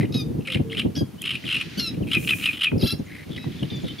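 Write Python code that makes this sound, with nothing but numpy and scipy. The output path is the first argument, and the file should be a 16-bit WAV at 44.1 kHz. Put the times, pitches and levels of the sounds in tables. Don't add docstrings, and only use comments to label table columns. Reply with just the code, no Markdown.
import sys
import numpy as np
from scipy import signal
from scipy.fft import rfft, irfft
from scipy.io import wavfile
from scipy.ndimage import uniform_filter1d

SR = 44100
rng = np.random.default_rng(int(sys.argv[2]) if len(sys.argv) > 2 else 0)


def attenuation_scalar(level_db):
    decades = np.asarray(level_db, float) / 20
    return 10 ** decades


def materialize(psi):
    bounded = np.clip(np.atleast_2d(psi).T, -1, 1)
    quanta = np.round(bounded * 32767).astype(np.int16)
    wavfile.write(sys.argv[1], SR, quanta)


N = 176400


def evened(x):
    return x / np.sqrt(np.mean(x ** 2) + 1e-20)


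def read(points, hz):
    f, value = np.transpose(points)
    return np.interp(np.log(hz + 1), np.log(f + 1), value, left=value[0] - 30, right=-99)


def add(mix, s, sound):
    part = mix[..., max(round(s * SR), 0):][..., :sound.shape[-1]]
    part += sound[..., :part.shape[-1]]


def resonate(x, hz, width):
    b, a = signal.iirpeak(min(hz, 20000), hz / width, SR)
    return signal.lfilter(b, a, signal.lfilter(b, a, x))


def coloured(db_of_hz, channels):
    z = rfft(rng.standard_normal((channels, N)))
    return evened(irfft(z * attenuation_scalar(db_of_hz(np.fft.rfftfreq(N, 1 / SR))), N))


def drift(span_s, size):
    n = max(int(span_s * SR), 2)
    return evened(uniform_filter1d(uniform_filter1d(rng.standard_normal(size), n), n))


# frequency in Hz, level in dB per Hz.
AIR = [(400, -17.5), (900, -19.5), (3000, -24), (7000, -30.5), (11500, -29.5), (15900, -34.5)]
# middle in seconds, spread in seconds, level in dB, centre in Hz, width in octaves.
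RUSTLES = [
    (1.64, 0.28, -42.5, 2670, 1),
    (2.338, 0.17, -40, 9600, 1),
    (3.97, 0.75, -47.5, 2630, 1),
    (2.87, 0.061, -41, 11300, 0.29),
]


def leaves():
    t = np.arange(N) / SR
    flicker_db, same = 1.2, 0.56
    out = attenuation_scalar(-53.5) * coloured(lambda f: read(AIR, f), 2)
    for s, spread, db, hz, octaves in RUSTLES:
        hiss = coloured(lambda f: -9 * (np.log2((f + 1) / hz) / octaves) ** 2, 2)
        swell_db = db - 8.1 * ((t - s) / spread) ** 2
        out = out + hiss * attenuation_scalar(swell_db + flicker_db * drift(0.046, size=N))
    return np.array([out[0], same * out[0] + np.sqrt(1 - same ** 2) * out[1]])


# time in seconds, level in dB.
GUST = [(0, -20.5), (.4, -30.5), (.46, -33.5), (.62, -26), (1.04, -36), (1.07, -35.5), (1.72, -38.5),
        (1.8, -28), (2.3, -29), (2.65, -44.5), (2.75, -22.5), (3.0, -36), (3.15, -40), (3.5, -29),
        (4, -37.5)]
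# start in seconds, peak in dB.
BUFFETS = [(0.026, -13.5), (0.149, -12), (0.345, -17.5), (0.385, -14.5), (0.552, -9), (0.595, -8.5),
           (0.849, -8.5), (0.969, -13.5), (1.008, -8.5), (1.776, -18.5), (1.968, -18.5), (2.047, -28.5),
           (2.163, -14.5), (2.72, -12), (2.756, -12.5), (2.83, -4), (2.926, -14), (2.994, -15.5),
           (3.464, -17.5), (3.623, -13), (3.835, -18.5), (0.256, -22), (0.301, -21.5), (.773, -34),
           (0.88, -21), (1.036, -37), (1.44, -49), (1.549, -29), (2.005, -15), (2.527, -29), (3.293, -22),
           (3.356, -30.5), (3.714, -21), (3.894, -30.5)]
# frequency in Hz, level in dB per Hz.
WIND_MID = [(30, -15), (70, -6.5), (140, 0.5), (300, -6.5), (1300, -49.5)]
# frequency in Hz, level in dB per Hz.
WIND_SIDE = [(30, -70), (100, 0.5), (300, 0.5), (600, -14), (1800, -40)]


def wind():
    t = np.arange(N) / SR
    lump_db, buffet_s, pop_s, pop_hz = 3, 0.016, 0.006, 480
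    level = attenuation_scalar(np.interp(t, *np.transpose(GUST)) - 4.5 + lump_db * drift(0.018, size=N))
    mid = coloured(lambda f: read(WIND_MID, f), 1)[0]
    side = coloured(lambda f: read(WIND_SIDE, f), 1)[0]

    puffs, pops = np.zeros(N), np.zeros(N)
    u = t[:4410] / buffet_s
    shape = u * np.exp(1 - u - u ** 2 / 3)
    pop = np.exp(-((t[:900] - .009) / pop_s) ** 2)
    for s, db in BUFFETS:
        at = round((s - .003) * SR)
        local = np.sqrt(np.mean((shape * mid[at:at + 4410]) ** 2) / np.mean(shape ** 2))
        add(puffs, s - .003, attenuation_scalar(db) * shape / local)
        add(pops, s, attenuation_scalar(db - 25) * pop)

    mid = mid * (level + attenuation_scalar(-8.5) * puffs)
    side = side * (attenuation_scalar(-5) * level + attenuation_scalar(-14) * puffs)
    side = side + pops * coloured(lambda f: -12 * np.log2((f + 1) / pop_hz) ** 2, 1)[0]
    low_cut = signal.butter(3, 72, "high", fs=SR, output="sos")
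    return signal.sosfilt(low_cut, [mid + side, mid - side])


# frequency in Hz, width in Hz, level in dB.
THROAT = [(2111, 610, -13), (4012, 620, -16.5), (1325, 540, -21), (5133, 780, -26), (9170, 5300, -31)]


def burst(peak_at, peak_db, beak_hz, length=.014):
    t = np.arange(1000) / SR
    pulse_hz, jitter, puff, ring_hz = 421.9, 0.3, 0.83, 527.6
    turns = np.cumsum(pulse_hz * np.exp(jitter * drift(0.0033, size=1000))) / SR + rng.random()
    pulses = evened(np.diff(np.floor(turns), prepend=0))
    drive = pulses + puff * rng.standard_normal(1000)
    drive = drive * np.sin(np.pi * np.clip(t / length, 0, 1) ** .7) ** 2

    sound = resonate(resonate(drive, beak_hz, ring_hz), beak_hz, 3 * ring_hz)
    sound = sound + 0.35 * resonate(resonate(drive, 2486, 2 * ring_hz), 3000, 880)
    for hz, width, db in THROAT:
        sound = sound + attenuation_scalar(db) * resonate(resonate(drive, hz, width), hz, 2 * width)
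    return peak_at - abs(sound).argmax() / SR, attenuation_scalar(peak_db + 1) * sound / abs(sound).max()


# peak time in seconds, peak in dB, beak resonance in Hz.
RASPS = [(0.0123, -25.5, 2120), (0.0242, -30.5, 2430), (0.0321, -27, 2166), (0.041, -36.6, 2154),
         (0.0495, -38, 1900), (0.0576, -34.5, 2730), (0.4559, -33.4, 2730), (0.4633, -33, 2520),
         (0.4763, -22, 2590), (0.4868, -23.5, 2230), (0.495, -31, 2400), (0.506, -21.7, 2720),
         (0.5158, -27, 2867), (0.5272, -19, 3000), (0.5378, -22, 3200), (0.5488, -16, 2857),
         (0.5562, -24, 2297), (0.5711, -29, 2320), (0.7023, -34, 2820), (0.7108, -33, 3100),
         (0.7213, -25, 3100), (0.7308, -24, 2210), (0.7406, -30, 3230), (0.75, -24, 2600),
         (0.765, -30, 2460), (0.771, -20, 3000), (0.782, -20, 3040), (0.7899, -20, 3220),
         (0.796, -14, 3015), (0.8034, -20, 2854), (0.8116, -24, 2940), (0.8193, -25.5, 2380),
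         (1.218, -27.8, 3130), (1.229, -28, 2640), (1.241, -22, 2837), (1.2531, -22.5, 3030),
         (1.2605, -21, 2460), (1.2703, -21.5, 3110), (1.2791, -17, 2870), (1.2964, -17.5, 2880),
         (1.307, -15, 2820), (1.3166, -17, 2920), (1.326, -25, 2730), (1.3367, -27, 2590),
         (1.345, -24, 2830), (1.3556, -17, 2630), (1.363, -29, 2900), (1.373, -28.5, 2660)]
# peak time in seconds, peak in dB, beak in Hz.
CHURRS = [(1.4406, -31, 1990), (1.4491, -36.8, 2550), (1.4573, -29, 3190), (1.4676, -22, 3060),
          (1.4796, -21.5, 2860), (1.4895, -18.5, 2730), (1.501, -20, 3040), (1.5096, -17.5, 2960),
          (1.5165, -15.5, 2950), (1.5274, -13.5, 2800), (1.5346, -21, 3030), (1.547, -13, 2820),
          (1.5551, -17, 2817), (1.569, -15.5, 2690), (1.576, -22, 2800), (1.5834, -27, 2540),
          (1.5905, -32, 3090), (1.602, -24.2, 2780), (1.6119, -16.5, 2675), (1.6237, -28, 2475),
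          (2.1073, -32, 2910), (2.1164, -15.5, 2730), (2.1233, -20.5, 3200), (2.1339, -12.5, 3154),
          (2.1406, -16.5, 3096), (2.1507, -13, 2507), (2.276, -15.5, 2640), (2.2906, -15.5, 2700),
          (2.2952, -12.5, 3150), (2.308, -12.5, 2620), (2.4275, -27, 2605), (2.442, -16, 2890),
          (2.4586, -10, 2900), (2.6115, -20, 2690), (2.6221, -13.5, 2930), (2.6363, -10, 3000),
          (2.6455, -7.5, 3030)]


def rasps(birds_mix):
    for row in RASPS + CHURRS:
        add(birds_mix, *burst(*row))


def note(start, length, level_db, first_hz, last_hz, beak=None, throb=0.037):
    edge_s, release_s = .004, .012
    t = np.arange(0, length + (release_s if length > .05 else edge_s), 1 / SR)
    bend = 3 if last_hz > 1.15 * first_hz else 1.3
    waver = 1 + .005 * drift(0.0078, size=8820)[:len(t)]
    hz = (first_hz + (last_hz - first_hz) * (t / length) ** bend) * waver
    turn = 2 * np.pi * np.cumsum(hz) / SR

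    if beak is None:
        tone = np.sin(turn)
    else:
        tone = np.zeros(len(t))
        for k in range(1, 13):
            wander_db = 3.5 * np.sqrt(max(k - 2, 0) / 4) * drift(.012, size=8820)[:len(t)]
            tone = tone + attenuation_scalar(read(beak, k * hz) + wander_db) * np.sin(k * turn + k * k)
        rough = .2 + 14 * length * np.exp(-t / .012)
        tone = tone * (1 + rough * drift(.0007, size=len(t)))

    edge = np.clip(np.minimum(t / edge_s, (t[-1] - t) / (t[-1] - length) / 2), 0, 1)
    throbbing = 1 + throb * np.sin(2 * np.pi * (78 * t + rng.random()))
    return start, attenuation_scalar(level_db) * evened(tone) * edge * throbbing


# start in seconds, length in seconds, level in dB, first pitch in Hz, last pitch in Hz.
SQUEAKS = [
    (0.121, 0.025, -42, 1258, 1750),
    (0.14, 0.087, -33, 1293, 1204),
    (0.951, .009, -37, 1480, 1770),
    (0.96, 0.058, -35.5, 1664, 1618),
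    (1.773, 0.032, -32, 1480, 1990),
    (1.794, 0.1, -28, 1437, 1286),
    (2.801, 0.027, -34.5, 1380, 1245),
    (3.362, 0.091, -44.5, 1276, 1305),
    (3.7, 0.093, -40, 1202, 1151),
    (3.981, 0.028, -37.5, 1123, 1216),
]
# frequency in Hz, level in dB.
BEAK = [(1100, -22.5), (2600, -8.5), (3900, 1.5), (5100, -5), (6600, -22), (8500, -32), (11000, -16.5),
        (14500, -41)]
# frequency in Hz, level in dB.
FAR_BEAK = [(1100, -30), (3600, 0), (5200, -17), (7000, -40)]


def squeaks(birds_mix):
    for row in SQUEAKS:
        add(birds_mix, *note(*row, BEAK if row[0] < 3.2 else FAR_BEAK))


# start in seconds, length in seconds, level in dB, beak resonance in Hz.
BUZZES = [(0.155, 0.017, -40, 4650), (0.955, 0.031, -29.5, 5670), (1.792, 0.03, -24.5, 5240),
          (2.07, 0.04, -31.5, 2552), (2.207, 0.096, -32, 2550), (2.371, 0.18, -24, 2515),
          (2.52, 0.16, -27.5, 3090), (2.776, 0.18, -30.5, 4920), (3.306, .07, -36.5, 3370),
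          (3.559, 0.11, -38, 3460), (3.829, 0.11, -35.5, 3560), (3.064, 0.19, -36, 2052)]


def buzzes(birds_mix):
    gap_s, burst_s, spread_db = .0075, .011, 2
    for s, length, db, hz in BUZZES:
        for k in range(28):
            into = (k + .5) * gap_s / length
            peak_at = s + (k + rng.random()) * gap_s
            peak_db = db + spread_db * rng.standard_normal()
            start, sound = burst(peak_at, peak_db, hz * rng.uniform(.93, 1.07), burst_s)
            add(birds_mix, start, sound * np.sin(np.pi * min(into, 1)) ** .5)


# start in seconds, length in seconds, level in dB, first Hz, last Hz.
WHISTLES = [(.24, 0.14, -47, 460, 503), (.48, 0.093, -44, 539, 459), (0.645, 0.11, -40.5, 451, 453),
            (1.425, .012, -44, 3000, 3260), (2.024, .018, -45, 3150, 2520), (2.985, .018, -57, 7000, 4770),
            (3.05, .025, -60, 7300, 6100), (1.18, 0.025, -48, 3000, 3450), (3.43, 0.05, -53, 2050, 1900),
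            (3.755, .018, -53, 7400, 5500), (3.813, 0.03, -57, 7500, 6100), (3.885, 0.035, -40, 3105, 3070)]


def far_whistles(birds_mix):
    for row in WHISTLES:
        add(birds_mix, *note(*row))


# peak time in seconds, peak in dB, beak resonance in Hz.
FAR_TICKS = [
    (0.411, -43, 2730),
    (0.422, -43, 2750),
    (1.947, -38, 2560),
    (1.969, -42.5, 2600),
    (3.364, -29, 3040),
    (3.383, -28, 2020),
    (3.522, -37, 3170),
    (3.634, -26.5, 3010),
    (3.803, -37.5, 3540),
    (3.886, -28.5, 3500),
]


def far_ticks(birds_mix):
    for row in FAR_TICKS:
        add(birds_mix, *burst(*row))


# start in seconds, peak in dB, resonance in Hz, width in Hz.
SNAPS = [
    (1.219, -19.5, 10000, 2500),
    (2.716, -27.5, 1290, 503),
    (3.442, -31, 780, 487),
]


def snaps(birds_mix):
    t = np.arange(400) / SR
    for s, db, hz, width in SNAPS:
        click = rng.standard_normal(400) * np.sqrt(t) * np.exp(-t / 0.00093)
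        tick = resonate(resonate(click, hz, 3 * width), hz, 3 * width)
        add(birds_mix, s, attenuation_scalar(db) * tick / abs(tick).max())


# start in seconds, level in dB.
CHACKS = [
    (2.141, -23),
    (2.302, -22),
    (2.463, -23),
    (2.646, -22.5),
]
# first pitch in Hz, last pitch in Hz.
CHACK_HZ = (1353, 1187)
# frequency in Hz, level in dB.
CHACK_BEAK = [(1100, -36), (2500, 0), (3900, -32)]


def chacks(birds_mix):
    for s, db in CHACKS:
        add(birds_mix, *note(s, 0.0395, db, *CHACK_HZ, CHACK_BEAK, .4))


# start in seconds, level in dB.
TRILL = [
    (2.822, -30.5),
    (2.856, -26.5),
    (2.891, -26),
]
# length in seconds, first pitch in Hz, last pitch in Hz.
FLICK = (.014, 1570, 1710)
# length in seconds, first pitch in Hz, last pitch in Hz.
HELD = (.026, 1330, 1355)


def trill(birds_mix):
    for s, db in TRILL:
        add(birds_mix, *note(s, FLICK[0], db - 2, *FLICK[1:], FAR_BEAK))
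        add(birds_mix, *note(s + .012, HELD[0], db, *HELD[1:], BEAK))


def among_stems(dry_birds):
    t = np.arange(SR // 3) / SR
    echo_t60, echo_wide, pan_db = 0.2, .65, .4
    taps = rng.standard_normal((2, len(t))) * attenuation_scalar(-60 * t / echo_t60) * (t > .002)
    taps = taps[0] + echo_wide * np.array([taps[1], -taps[1]])
    echoes = signal.fftconvolve(dry_birds[None], taps / np.linalg.norm(taps[0]), axes=1)[:, :N]
    return dry_birds * attenuation_scalar(np.array([[pan_db], [-pan_db]])) + attenuation_scalar(-10) * echoes


def scene():
    birds_mix = np.zeros(N)
    for source in (rasps, squeaks, buzzes, far_whistles, far_ticks, snaps, chacks, trill):
        source(birds_mix)
    return leaves() + wind() + among_stems(birds_mix)


def band_limit(x):
    return signal.sosfilt(signal.butter(12, 15810, fs=SR, output="sos"), x)


def record(dry):
    dip = .7
    b, a = signal.iirnotch(7730, 14, SR)
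    dipped = (1 - dip) * dry + dip * signal.lfilter(b, a, dry)
    band = signal.firwin(511, 15750, window=("kaiser", 10), fs=SR)
    limited = signal.oaconvolve(dipped, band[None], "same")
    return band_limit(limited)


dry = scene()
out = record(dry)
materialize(out)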